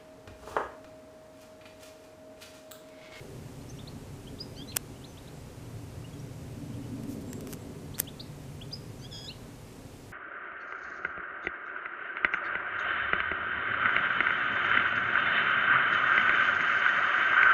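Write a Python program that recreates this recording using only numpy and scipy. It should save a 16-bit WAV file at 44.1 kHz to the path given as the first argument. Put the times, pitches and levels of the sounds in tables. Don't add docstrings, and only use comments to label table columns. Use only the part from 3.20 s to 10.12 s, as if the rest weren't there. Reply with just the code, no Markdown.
import sys
import numpy as np
from scipy import signal
from scipy.fft import rfft, irfft, next_fast_len
from scipy.io import wavfile
from scipy.ndimage import uniform_filter1d

SR = 44100
rng = np.random.default_rng(int(sys.argv[2]) if len(sys.argv) > 2 else 0)


def master(y):
    cut = np.clip(np.atleast_2d(y).T, -1, 1)
    pcm = np.round(cut * 32767)
    wavfile.write(sys.argv[1], SR, pcm.astype(np.int16))


N = 305172


def whistled_calls(arch_power=2.1, tweet_s=.024, tweet_hz_per_s=25000, flick_s=.015, flick_ratio=.63):
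    # (start [s], length [s], first pitch [Hz], top pitch [Hz], peak level [dB])
    chips = [ (.407, .020, 4100, 4280, -59), (.566, .022, 5500, 5680, -57), (.584, .021, 2400, 3850, -47),
             (.670, .024, 3050, 4500, -43.5), (1.065, .028, 2650, 3340, -47.5),
             (1.752, .028, 2500, 3130, -58), (1.81, .026, 2750, 3060, -57), (1.837, .022, 2750, 4230, -45),
             (1.967, .03, 2350, 3880, -51.5), (2.072, .021, 3100, 4150, -52),
             (2.839, .026, 2600, 2940, -50), (3.533, .019, 2690, 3350, -55.5),
             (3.610, .060, 2780, 3000, -61), (4.737, .028, 2450, 4520, -44.5),
             (5.409, .026, 2400, 3520, -41)]
    # (start [s], length [s], first pitch [Hz], last pitch [Hz], peak level [dB])
    slurs = [ (.486, .029, 5100, 6330, -51), (.491, .027, 6420, 6200, -50), (.596, .023, 3430, 3680, -52),
             (1.514, .015, 4330, 2100, -43.5), (1.518, .018, 4800, 2800, -49),
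             (1.543, .019, 2150, 3100, -48), (2.930, .013, 3380, 3290, -53), (2.930, .020, 6820, 6380, -60),
             (4.867, .030, 2550, 4000, -41.5), (4.994, .023, 3300, 4530, -39),
             (4.994, .022, 3900, 5120, -40.5), (5.519, .016, 6330, 5830, -50),
             (5.786, .036, 5950, 6260, -58), (6.03, .032, 8080, 7420, -57), (6.059, .024, 6700, 7380, -52),
             (6.074, .031, 3420, 4520, -36), (6.091, .036, 2480, 3220, -42)]
    # (start [s], first pitch [Hz], peak level [dB])
    tweets = [(1.1995, 4620, -32.8), (2.988, 5380, -55), (5.525, 4650, -31.5)]
    out = np.zeros(N)
    for start, length, first_hz, top_hz, db in chips:
        arch_hz = top_hz - (top_hz - first_hz) * (1 - progress(length)) ** arch_power
        add(out, start, whistle(arch_hz, db, crest=.45))
    for start, length, first_hz, last_hz, db in slurs:
        add(out, start, whistle(first_hz + (last_hz - first_hz) * progress(length), db))
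    for start, hz, db in tweets:
        flick_hz = hz * (flick_ratio + (1 - flick_ratio) * progress(flick_s))
        add(out, start - flick_s, whistle(flick_hz, db - 15.5))
        add(out, start, whistle(hz + tweet_hz_per_s * tweet_s * progress(tweet_s), db))
    return out


def whistle(hz, db, crest=.5, overtone_db=-35):
    octaves_fallen = max(np.log2(hz[0] / hz[-1]), 0)
    waver = (.0068 + .04 * octaves_fallen) * narrow_noise(0, 300, len(hz))
    phase = phase_of(hz * (1 + waver))
    swell = np.sin(np.pi * np.interp(np.linspace(0, 1, len(hz)), [0, crest, 1], [0, .5, 1]))
    return from_db(db) * swell * (np.sin(phase) + from_db(overtone_db) * np.sin(2 * phase))


def nasal_notes(swell_db=13, dulling_db_per_octave=70, plateau=.7, release_s=.012):
    # (start [s], length [s], first pitch [Hz], last pitch [Hz], full level [dB], first tilt [dB/octave])
    notes = [(1.355, .083, 1335, 1830, -42.5, 10), (1.474, .044, 1900, 2200, -41, -7),
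             (5.812, .062, 1430, 1800, -45.5, 21)]
    out = np.zeros(N)
    for start, length, first_hz, last_hz, db, first_tilt_db in notes:
        u = progress(length)
        tilt_db = first_tilt_db - dulling_db_per_octave * u ** 2.2
        climb = u + plateau * np.sin(2 * np.pi * u) / (2 * np.pi)
        hz = first_hz + (last_hz - first_hz) * climb
        voice = nasal_voice(hz, db - swell_db * (1 - u) ** 2, tilt_db, rasp=.05)
        add(out, start, voice * np.minimum(1, (1 - u) * length / release_s))
    return out


def long_call(start_s=5.904, length_s=.18, held_hz=1652, db=-42.5, attack_s=.026, release_s=.016):
    out = np.zeros(N)
    t = length_s * progress(length_s)
    scoop = np.clip(1 - t / .04, 0, 1)
    lift = np.clip(1 - (length_s - t) / .024, 0, 1)
    falter = bell(start_s + t, centre_s=6.031, half_width_s=.012)
    rasp = .19 + .68 * bell(start_s + t, centre_s=5.976, half_width_s=.017)
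    hz = held_hz + 150 * scoop + 38 * falter + 240 * lift
    tilt_db = 3 - 9 * scoop - 14 * lift
    envelope = np.minimum(1, np.minimum(t / attack_s, (length_s - t) / release_s))
    add(out, start_s, envelope * nasal_voice(hz, db - 6 * falter, tilt_db, rasp))
    return out


def nasal_voice(hz, db, tilt_db, rasp, trill_hz=300, pitch_depth=.049, level_depth=.58, flutter_db=2):
    harmonics_db = [-17, -1, -3, -13.5]
    n = len(hz)
    trill = rasp * np.sin(phase_of(trill_hz * (1 + .3 * narrow_noise(0, 150, n))))
    waver = .0039 * narrow_noise(0, 250, n)
    phase = phase_of(hz * (1 + waver + pitch_depth * trill))
    voice = sum(from_db(harmonic_db + tilt_db * np.log2(max(k, 2) / 2)) * np.sin(k * phase)
                for k, harmonic_db in enumerate(harmonics_db, 1))
    voice /= np.sqrt(2 * uniform_filter1d(voice ** 2, size=200))
    gain = from_db(db + flutter_db * narrow_noise(0, 160, n))
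    return voice * (1 + level_depth * trill) * gain * signal.windows.tukey(n, .1)


def far_notes(width_hz=170):
    # (start [s], length [s], pitch [Hz], rms level at the crest [dB])
    notes = [(1.85, .09, 6100, -64), (2.14, .06, 7600, -67), (4.049, 0.16, 7500, -58),
             (4.39, .05, 7650, -64)]
    out = np.zeros(N)
    for start, length, hz, db in notes:
        n = int(length * SR)
        add(out, start, from_db(db) * np.sqrt(np.hanning(n)) * narrow_noise(hz, width_hz, n))
    return out


def wood_echo(x, t60_s=.41, first_echo_s=.0086, near_db=5, near_decay_s=.011):
    t = np.arange(SR // 2) / SR
    decay = from_db(-60 * t / t60_s) + from_db(near_db) * np.exp(-t / near_decay_s)
    echoes = rng.standard_normal(len(t)) * decay * (t > first_echo_s)
    return signal.fftconvolve(x, echoes / np.linalg.norm(echoes))[:N]


def camera():
    # (time [s], level [dB], tilt [dB/octave])
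    ticks = [ (1.552, -45, -4), (1.5625, -29.5, -2), (1.5677, -17, 6), (3.8355, -43, -4),
             (4.1314, -31.5, -3.2), (4.2085, -38, -2), (4.2726, -34.5, -5.5), (4.328, -31.5, -2.5),
             (4.335, -30, -2.5), (4.345, -44.5, -2), (4.783, -33, -5), (4.7896, -30, -3), (4.7915, -35, -3),
             (4.7955, -34, -1)]
    # (time [s], level [dB], decay [s], tilt [dB/octave], tilt of creak and ring [dB/octave])
    snaps = [(1.5688, -5.6, .00025, 1.8, -3.6), (4.8009, -6.8, .00062, 4.8, -1.2)]
    # (lead [s], level against the snap [dB], build-up [s], decay [s])
    creak = (.003, -25.2, .0026, .0018)
    ring = (0, -14.4, .0009, .0015)
    out = np.zeros(N)
    for at, db, tilt_db in ticks:
        add(out, *contact(at, db, tilt_db, build_s=.0003, decay_s=.001))
    for at, db, decay_s, tilt_db, body_tilt_db in snaps:
        add(out, *contact(at, db, tilt_db, build_s=.00018, decay_s=decay_s))
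        add(out, at, knock())
        for lead_s, part_db, *build_and_decay in (creak, ring):
            add(out, *contact(at - lead_s, db + part_db, body_tilt_db, *build_and_decay))
    return out


def contact(at, db, tilt_db, build_s, decay_s):
    # (frequency [Hz], relative level [dB])
    shell = [(300, -21), (900, -8.5), (1900, -2), (2400, -6.5), (3200, -1.5), (4000, -12), (5500, 2),
             (6600, -0.5), (8200, 4), (9600, 1), (10700, -6.5), (11600, 7), (12900, -5.5), (14600, 1)]
    t = np.arange(-SR // 50, SR // 50) / SR
    envelope = np.exp(-np.abs(t) / np.where(t < 0, build_s, decay_s))
    slip_spectrum = rfft(rng.choice([-1, 1], len(t)) * envelope)
    local_power = uniform_filter1d(np.abs(slip_spectrum) ** 2, size=50)
    crackle = irfft(slip_spectrum / np.sqrt(local_power), len(t))
    return at + t[0], from_db(db) * coloured(crackle, shell, tilt_db) * np.sqrt(np.mean(envelope ** 2))


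def knock(hz=490, db=-25, decay_s=.0013):
    t = np.arange(SR // 50) / SR
    return from_db(db) * np.sin(2 * np.pi * hz * t) * np.exp(-t / decay_s)


def finger_rubs():
    # (start [s], length [s], rms level at the crest [dB])
    rubs = [(3.868, 0.1, -54.7), (4.001, .03, -58), (4.272, 0.083, -53.3), (4.788, .045, -51),
            (4.837, .02, -58)]
    # (frequency [Hz], relative spectral density [dB])
    friction = [(1000, -6), (2200, -2), (3500, -5), (5600, 2), (7500, -2), (9200, 0), (10600, -5),
                (11800, 1), (14800, -4)]
    out = np.zeros(N)
    for start, length, db in rubs:
        n = int(length * SR)
        add(out, start, from_db(db) * np.sqrt(np.hanning(n)) * coloured(rng.standard_normal(n), friction))
    return out


def traffic():
    # (frequency [Hz], relative spectral density [dB])
    rumble = [(45, -30), (64, -16.5), (88, -2), (115, -2), (155, -1), (180, -9), (205, -25), (300, -63)]
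    drone = [(165, -37), (197, -7), (220, -1.5), (250, -0.5), (292, -2), (312, -16.5), (350, -25)]
    tyres = [(300, -18), (330, -5), (365, 1.5), (420, 3), (455, -5.5), (510, -0.5), (570, -12), (620, -7),
             (800, -21.5), (1500, -30)]
    # (frequency [Hz], half-width [Hz], level against the drone [dB])
    engine_tones = [(286.7, 6.4, -7)]
    # (rumble [dB], drone [dB], tyres [dB])
    steady_db = (-50.6, -54.8, -56.4)
    # (crest time [s], half-width [s], rumble [dB], drone [dB], tyres [dB])
    swells = [ (.02, .14, -62, -62, -52), (.6, .26, -45, -52.5, -64), (1.38, .18, -53, -51.5, -57),
              (3.3, .5, -44.5, -55.5, -59.5), (3.82, .22, -57, -41.5, -58), (4.15, .25, -48.5, -47, -48.8),
              (4.65, .25, -47.5, -52, -70), (5.52, .26, -45, -54.5, -80)]
    t = np.arange(N) / SR
    power = from_db(steady_db)[:, None] ** 2
    for at, half_width, *levels_db in swells:
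        power = power + from_db(levels_db)[:, None] ** 2 * bell(t, at, half_width)
    rumble_gain, drone_gain, tyre_gain = np.sqrt(power)
    tones = sum(from_db(db) * narrow_noise(hz, width, next_fast_len(N))[:N]
                for hz, width, db in engine_tones)
    return rumble_gain * noise(rumble) + drone_gain * (noise(drone) + tones) + tyre_gain * noise(tyres)


def engine_hum(wander_hz=2.6):
    # (crest time [s], half-width [s], frequency [Hz], peak level [dB])
    swells = [(2.56, .16, 112.2, -41.5), (3.45, .35, 116.8, -45), (5.68, .3, 113, -52)]
    t = np.arange(N) / SR
    wander = phase_of(wander_hz * narrow_noise(0, 8.2, next_fast_len(N))[:N])
    return sum(from_db(db) * bell(t, at, half_width) * np.sin(2 * np.pi * hz * t + wander)
               for at, half_width, hz, db in swells)


def valley_air(murmur_db=-52, hiss_db=-58):
    # (frequency [Hz], relative spectral density [dB])
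    murmur = [(12, -16), (25, 9), (42, 10.5), (62, 8.5), (150, 0), (560, 0), (700, -2.5), (950, -4.5),
              (1200, -8.5), (1600, -17.5), (3000, -27)]
    hiss = [(650, -30), (1100, -7.5), (1280, -4), (1600, -2.5), (1860, -3.5), (2700, -4), (3430, -7),
            (7870, -8), (13700, -15), (15000, -20)]
    return from_db(murmur_db) * noise(murmur) + from_db(hiss_db) * noise(hiss)


def noise(spectrum):
    return coloured(rng.standard_normal(next_fast_len(N)), spectrum)[:N]


def narrow_noise(hz, width_hz, size):
    detuning = (np.fft.rfftfreq(size, 1 / SR) - hz) / width_hz
    return rms_one(irfft(rfft(rng.standard_normal(size)) / (1 + detuning ** 2), size))


def coloured(x, spectrum, tilt_db=0):
    hz, db = np.transpose(spectrum)
    octave = np.log2(np.fft.rfftfreq(len(x), 1 / SR) + 1)
    inside = np.clip(octave, np.log2(hz[0]), np.log2(hz[-1]))
    skirts_db = -24 * np.abs(octave - inside)
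    gain = from_db(np.interp(octave, np.log2(hz), db) + tilt_db * inside + skirts_db)
    return rms_one(irfft(rfft(x) * gain, len(x)))


def phase_of(hz):
    return 2 * np.pi * np.cumsum(hz) / SR


def bell(t, centre_s, half_width_s):
    return np.exp(-.5 * ((t - centre_s) / half_width_s) ** 2)


def progress(length_s):
    return np.linspace(0, 1, int(length_s * SR))


def from_db(db):
    return 10 ** (np.asarray(db) / 20)


def rms_one(x):
    return x / np.sqrt(np.mean(x ** 2) + 1e-20)


def add(out, start_s, sound):
    i = max(round(start_s * SR), 0)
    out[i:i + len(sound)] += sound[:max(len(out) - i, 0)]


def scene(echo_db=-11.5):
    birds = whistled_calls() + nasal_notes() + long_call() + far_notes()
    background = traffic() + engine_hum() + valley_air()
    return (birds + from_db(echo_db) * wood_echo(birds) + camera() + finger_rubs() + background)[None]


def record(dry, ceiling=.6, cutoff_hz=15250):
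    rounded = ceiling * np.tanh(dry / ceiling)
    return signal.fftconvolve(rounded, signal.firwin(301, cutoff_hz, fs=SR)[None], mode="same")


dry = scene()
out = record(dry)
master(out)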